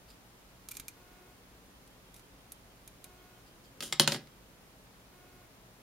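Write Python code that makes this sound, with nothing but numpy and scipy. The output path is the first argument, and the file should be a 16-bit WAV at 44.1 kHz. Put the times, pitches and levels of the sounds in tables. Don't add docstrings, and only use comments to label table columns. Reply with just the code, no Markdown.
import sys
import numpy as np
from scipy import signal
from scipy.fft import rfft, irfft
from scipy.io import wavfile
from scipy.ndimage import uniform_filter1d

SR = 44100
rng = np.random.default_rng(int(sys.argv[2]) if len(sys.argv) > 2 else 0)


def wav_record(signal):
    frames = np.transpose(np.atleast_2d(signal))
    bounded = np.clip(frames, -1, 1)
    quanta = np.round(bounded * 32767).astype(np.int16)
    wavfile.write(sys.argv[1], SR, quanta)


N = 256652
TIME = np.arange(N) / SR
EVENT_TIME = TIME[:SR // 3]
FREQS = np.fft.rfftfreq(N, 1 / SR)

# pitch_hz, likeness
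STEREO_LIKENESS = [(100, 1), (600, 0.99), (1500, 0.98), (3200, 0.78), (7000, 0.4), (14000, 0.17)]


def amp(db):
    return 10 ** (np.asarray(db) / 20)


def unit_level(x):
    return x / np.sqrt(np.mean(x ** 2) + 1e-20)


def value_at(table, hz):
    pitches, values = np.transpose(table)
    return np.interp(np.log(hz + 1), np.log(pitches + 1), values)


def add(mix, start_s, sound):
    part = mix[:, round(start_s * SR):][:, :sound.shape[-1]]
    part += sound[..., :part.shape[-1]]


def fade(t, fade_s):
    return np.exp(-np.log(1000) * t / np.maximum(fade_s, 1e-3))


def colour(x, tone, tilt_db=0, peak_hz=0, peak_db=0, width_hz=260, size=2048):
    hz = np.fft.rfftfreq(size, 1 / SR)
    db = value_at(tone, hz) + tilt_db * np.log2(np.maximum(hz, 500) / 5000)
    peak = abs(1 + (amp(peak_db) - 1) / (1 + 2j * (hz - peak_hz) / width_hz))
    gain = amp(db) * peak
    log_gain = np.log(np.r_[gain, gain[-2:0:-1]])
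    taps = np.fft.ifft(np.exp(np.conj(signal.hilbert(log_gain)))).real
    return signal.fftconvolve(x, taps[None], axes=1)[:, :x.shape[1]]


def stereo_noise(size, likeness=STEREO_LIKENESS):
    same = np.clip(value_at(likeness, np.fft.rfftfreq(size, 1 / SR)), -.99, .99)
    mid, side = rfft(rng.standard_normal((2, size))) * np.sqrt([(1 + same) / 2, (1 - same) / 2])
    return irfft(np.array([mid + side, mid - side]), size)


def narrow_noise(hz, width_hz):
    band = np.exp(-((FREQS - hz) / width_hz) ** 2)
    return unit_level(irfft(rfft(rng.standard_normal(N)) * band, N))


def ring(notes, spread_db, detune):
    out = 0
    for hz, db, fade_s in notes:
        strength, shift, skew = rng.standard_normal(3)
        lag = np.arccos(np.clip(value_at(STEREO_LIKENESS, hz), -1, 1)) * skew * np.array([[.5], [-.5]])
        wave = np.sin(2 * np.pi * hz * (1 + detune * shift) * EVENT_TIME + lag)
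        out = out + amp(db + spread_db * strength) * fade(EVENT_TIME, fade_s) * wave
    return out


def contact(chatter_db, chatter_s, touch_s, echo_s, echo_gain):
    burst = stereo_noise(len(EVENT_TIME)) * fade(EVENT_TIME, chatter_s)
    chatter = amp(chatter_db) * burst / np.sqrt(np.sum(burst ** 2) / 2)
    blow = np.zeros_like(burst)
    blow[:, 0] = -1
    delay = round(echo_s * SR)
    blow[[0, 1], [delay + 1, delay]] -= echo_gain
    push = np.exp(-((EVENT_TIME[:9] - EVENT_TIME[4]) / touch_s) ** 2)
    return signal.lfilter(push / push.sum(), [1], blow) + chatter


def friction(strokes, tone, grain_db):
    out = np.zeros((2, N))
    for start_s, rise_s, fade_s, db in strokes:
        roughness = unit_level(uniform_filter1d(rng.standard_normal(len(EVENT_TIME)), size=40))
        slips = unit_level(amp(grain_db * roughness))
        rise = np.sqrt(np.minimum(EVENT_TIME / rise_s, 1))
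        swell = rise * fade(np.maximum(EVENT_TIME - rise_s, 0), fade_s)
        add(out, start_s, amp(db) * colour(stereo_noise(len(EVENT_TIME)) * slips * swell, tone))
    return out


def air(level_db=-58):
    # pitch_hz, gain_db
    tone = [(15, -37), (25, -6), (58, 0.5), (84, -12.5), (99, -5), (120, -4), (153, -7), (270, -7.5),
            (301, -9), (439, -9.5), (796, -13), (1100, -14), (2350, -18.5), (14400, -28), (16000, -30.5)]
    # pitch_hz, likeness
    likeness = [(60, 0.94), (130, 0.85), (290, 0.72), (640, 0.6), (1410, 0.0049), (3100, -0.063),
                (6820, -0.14), (15000, 0.4)]
    spectrum = rfft(stereo_noise(N, likeness)) * amp(value_at(tone, FREQS))
    return amp(level_db) * unit_level(irfft(spectrum, N))


def hum(waver_hz=1.22, waver_radians=.4):
    # pitch_hz, level_db
    tones = [(48.4, -74.5), (118.4, -73), (183.0, -73.5), (274.5, -77)]
    out = 0
    for hz, db in tones:
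        drift = waver_radians * narrow_noise(0, waver_hz)
        out = out + amp(db) * np.sqrt(2) * np.sin(2 * np.pi * hz * TIME + drift)
    return out


def buzz(pitch_hz=362.3, hiss_db=-75, switch_s=.0051):
    # on_s, off_s
    spans = [(.96, 1.33), (3.04, 3.41), (5.12, 5.46)]
    harmonics = [-70.5, -71.5, -76, -73, -89, -78, -79.5, -84, -84.5, -89, -87]
    # pitch_hz, level_db
    bands = [(11700, -87), (14250, -84), (14650, -85), (15500, -84)]
    gate = sum(np.clip(np.minimum(TIME - on, off - TIME) / switch_s, 0, 1) for on, off in spans)
    tone = sum(amp(db) * np.sqrt(2) * np.sin(2 * np.pi * (k * pitch_hz * TIME + rng.random()))
               for k, db in enumerate(harmonics, 1))
    sizzle = sum(amp(db) * narrow_noise(hz, width_hz=150) for hz, db in bands)
    return gate * (tone + sizzle + amp(hiss_db) * rng.standard_normal(N))


def whine(pitch_hz=3187, right_db=-69, on_s=1.74, off_s=4.47, every_s=.16, burst_s=.04):
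    gate = (TIME > on_s) & (TIME < off_s) & ((TIME - on_s) % every_s < burst_s)
    soft_gate = uniform_filter1d(gate.astype(float), size=150)
    tone = np.sqrt(2) * soft_gate * np.sin(2 * np.pi * pitch_hz * TIME)
    return amp(right_db) * tone * np.array([[-.4], [1]])


def room(x, echo_db, build_s):
    # pitch_hz, fade_s
    fade_times = [(150, 0.43), (600, 0.24), (2000, 0.24), (5000, 0.21), (10000, 0.12), (16000, 0.068)]
    hz, t, bands = signal.stft(stereo_noise(SR), SR, nperseg=256)
    tail = signal.istft(bands * fade(t, value_at(fade_times, hz)[:, None]), SR)[1]
    tail *= np.minimum(TIME[:tail.shape[1]] / build_s, 1) ** 2
    tail /= np.linalg.norm(tail[0])
    return x + amp(echo_db) * signal.fftconvolve(x, tail, axes=1)[:, :N]


def bench_contact(chatter_db):
    return contact(chatter_db, chatter_s=.031, touch_s=.000025, echo_s=.00094, echo_gain=.93)


def tool_landing(handle_hz=2000, bench_rise_s=.0025, lowest_hz=122):
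    # start_s, level_db, thump_gain_db
    knocks = [(3.8058, -9, 0.5), (3.8258, -10, 6.5), (3.925, -0.5, -1.5), (3.9976, 12.5, 2),
              (4.018, -3.5, -19), (4.035, -9.5, -5), (4.0758, 7, 4), (4.1208, -1, 6.5), (4.1453, -8.5, 14),
              (4.161, -15, 15.5), (4.2724, -33.5, 6)]
    # start_s, level_db, pitch_hz
    slaps = [(3.9266, -24, 7550), (4.0078, -16, 9460), (4.082, -23, 7200)]
    # pitch_hz, gain_db
    hit_tone = [(70, -53), (140, -21.5), (400, -9.5), (900, -4), (1600, -3.5), (2300, -3), (3300, 4),
                (5300, 2), (6700, -4), (8200, -5), (9700, -3), (12000, -10), (15500, -12)]
    # time_s, tilt_db_per_octave
    brightness = [(3.81, 0.5), (3.925, -0.5), (3.997, 0), (4.17, -4)]
    # start_s, rise_s, fade_s, level_db
    slides = [(3.82, .018, .2, -40), (4.09, .05, .1, -42)]
    # pitch_hz, gain_db
    slide_tone = [(70, -40), (140, 11.5), (340, 10), (700, -9), (1500, -1.5), (2400, -8), (3100, 8.5),
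                  (4200, 2.5), (9500, 6.5), (13000, -2.5), (16000, -9)]
    # pitch_hz, level_db, fade_s
    bench_notes = [(132, -50, .14), (154, -43, .18), (190, -46, .08), (219, -42, .15), (243, -45, .11),
                   (333, -46, .09), (350, -46, .17), (500, -47, .08), (554, -44, .14), (770, -48, .12)]
    # pitch_hz, level_db, fade_s
    shaft_notes = [(1266, -46.5, .12), (1520, -38, 0.029), (2090, -43.5, 0.06), (2590, -42.5, .08),
                   (3020, -40.5, .11), (3400, -44.5, 0.055), (4000, -44.5, 0.081), (4600, -47, .1),
                   (5160, -32.5, 0.031), (7260, -34, 0.046), (9680, -37, 0.071), (12100, -49, 0.065)]
    weak_to_hard_db = [.5, 9]
    out = friction(slides, slide_tone, grain_db=3)
    bench_swell = (1 - np.exp(-EVENT_TIME / bench_rise_s)) * fade(EVENT_TIME, fade_s=.25)
    for start_s, db, thump_db in knocks:
        tilt_db = np.interp(start_s, *np.transpose(brightness))
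        chatter_db = np.interp(db, weak_to_hard_db, [10.5, 3.5])
        hollow_db = np.interp(db, weak_to_hard_db, [4.5, 3])
        crack = bench_contact(chatter_db) / np.hypot(1, amp(chatter_db))
        crack = colour(crack, hit_tone, tilt_db, handle_hz, hollow_db)
        bench = amp(thump_db) * bench_swell * ring(bench_notes, spread_db=2.5, detune=.0031)
        shaft = amp(-8) * ring(shaft_notes, spread_db=7.5, detune=.0052)
        add(out, start_s, amp(db) * (crack + bench + shaft))
    for start_s, db, hz in slaps:
        slap = colour(bench_contact(chatter_db=9), hit_tone, tilt_db=2, peak_hz=hz, peak_db=24)
        shaft = amp(-2) * ring(shaft_notes, spread_db=0, detune=.004)
        add(out, start_s, amp(db) * (slap + shaft))
    return signal.sosfilt(signal.butter(6, lowest_hz, "high", fs=SR, output="sos"), out)


def head_note(x, boost_db, pitch_hz=2380, width_hz=92):
    note = signal.lfilter(*signal.iirpeak(pitch_hz, pitch_hz / width_hz, fs=SR), x)
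    return x + (amp(boost_db) - 1) * note


def tip_picking(chatter_db=4):
    # start_s, level_db, tilt_db_per_octave, head_note_boost_db
    ticks = [(0.6871, -20.5, 2, 7), (0.7146, -25, 5, 20), (0.7695, -18.5, 1, 0), (0.7982, -18, -0.5, -3),
             (0.8824, -20, 2.5, 13.5), (1.876, -41, -1.5, -5), (2.1425, -32, -0.5, 2), (2.164, -34, 1, -3),
             (2.1953, -36, -3, -1), (2.5203, -26.5, 4.5, 6), (2.8768, -28.5, 1.5, 8),
             (3.0424, -24.5, 0.5, 12.5)]
    # start_s, rise_s, fade_s, level_db
    scrapes = [(.707, 0.016, -0.08, -46), (.73, 0.027, 0.1, -57), (2.135, 0.042, 0.15, -63.5)]
    # pitch_hz, gain_db
    tip_tone = [(200, 6), (800, -18), (1300, 4), (1800, -3), (2400, 6), (3100, 0), (3900, 4.5), (5500, 3),
                (6600, 5.5), (9500, 4.5), (12500, 6.5), (14800, 1), (16000, -15)]
    # pitch_hz, level_db, fade_s
    key_notes = [(2379, -32, .036), (3830, -31, .026), (6500, -34, .02), (8387, -29, .028),
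                 (10710, -31, .025), (12450, -28, .02), (13700, -32, .02)]
    # start_s, rise_s, fade_s, level_db
    rubs = [(.075, .035, .12, -59), (3.45, .03, .15, -68), (3.638, .008, .12, -62)]
    # pitch_hz, gain_db
    rub_tone = [(500, -24), (2000, -7), (3100, 7), (3800, 4), (4900, 13), (6000, -6), (7400, 4), (9000, -2),
                (16000, -2)]
    light_to_firm_db = [-22.5, -20.5]
    out = head_note(friction(scrapes, tip_tone, grain_db=-5), boost_db=8.5)
    out += friction(rubs, rub_tone, grain_db=3)
    for start_s, db, tilt_db, boost_db in ticks:
        sing_hz = np.interp(db, light_to_firm_db, [10040, 6600])
        sing_db = np.interp(db, light_to_firm_db, [10, 6])
        click = contact(chatter_db, chatter_s=.033, touch_s=.000012, echo_s=.0005, echo_gain=.4)
        ringing = amp(-1.5) * ring(key_notes, spread_db=5, detune=.005)
        tick = colour(head_note(click, boost_db) + ringing, tip_tone, tilt_db, sing_hz, sing_db)
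        add(out, start_s, amp(db) / np.hypot(1, amp(chatter_db)) * tick)
    return out * amp([[-1.1], [.9]])


def scene():
    picking = room(tip_picking(), echo_db=-15, build_s=.008)
    landing = room(tool_landing(), echo_db=-10, build_s=.0028)
    return picking + landing + air() + hum() + buzz() + whine()


def record(dry):
    dip_hz, dip_width_hz, dip_depth, top_hz = 7950, 180, .8, 15900
    dip = 1 - dip_depth * np.exp(-((FREQS - dip_hz) / dip_width_hz) ** 2)
    heard = np.clip(irfft(rfft(dry) * dip, N), -1, 1)
    low_pass = signal.firwin(511, top_hz, window=("kaiser", 9), fs=SR)
    return signal.oaconvolve(heard, low_pass[None], "same")


dry = scene()
out = record(dry)
wav_record(out)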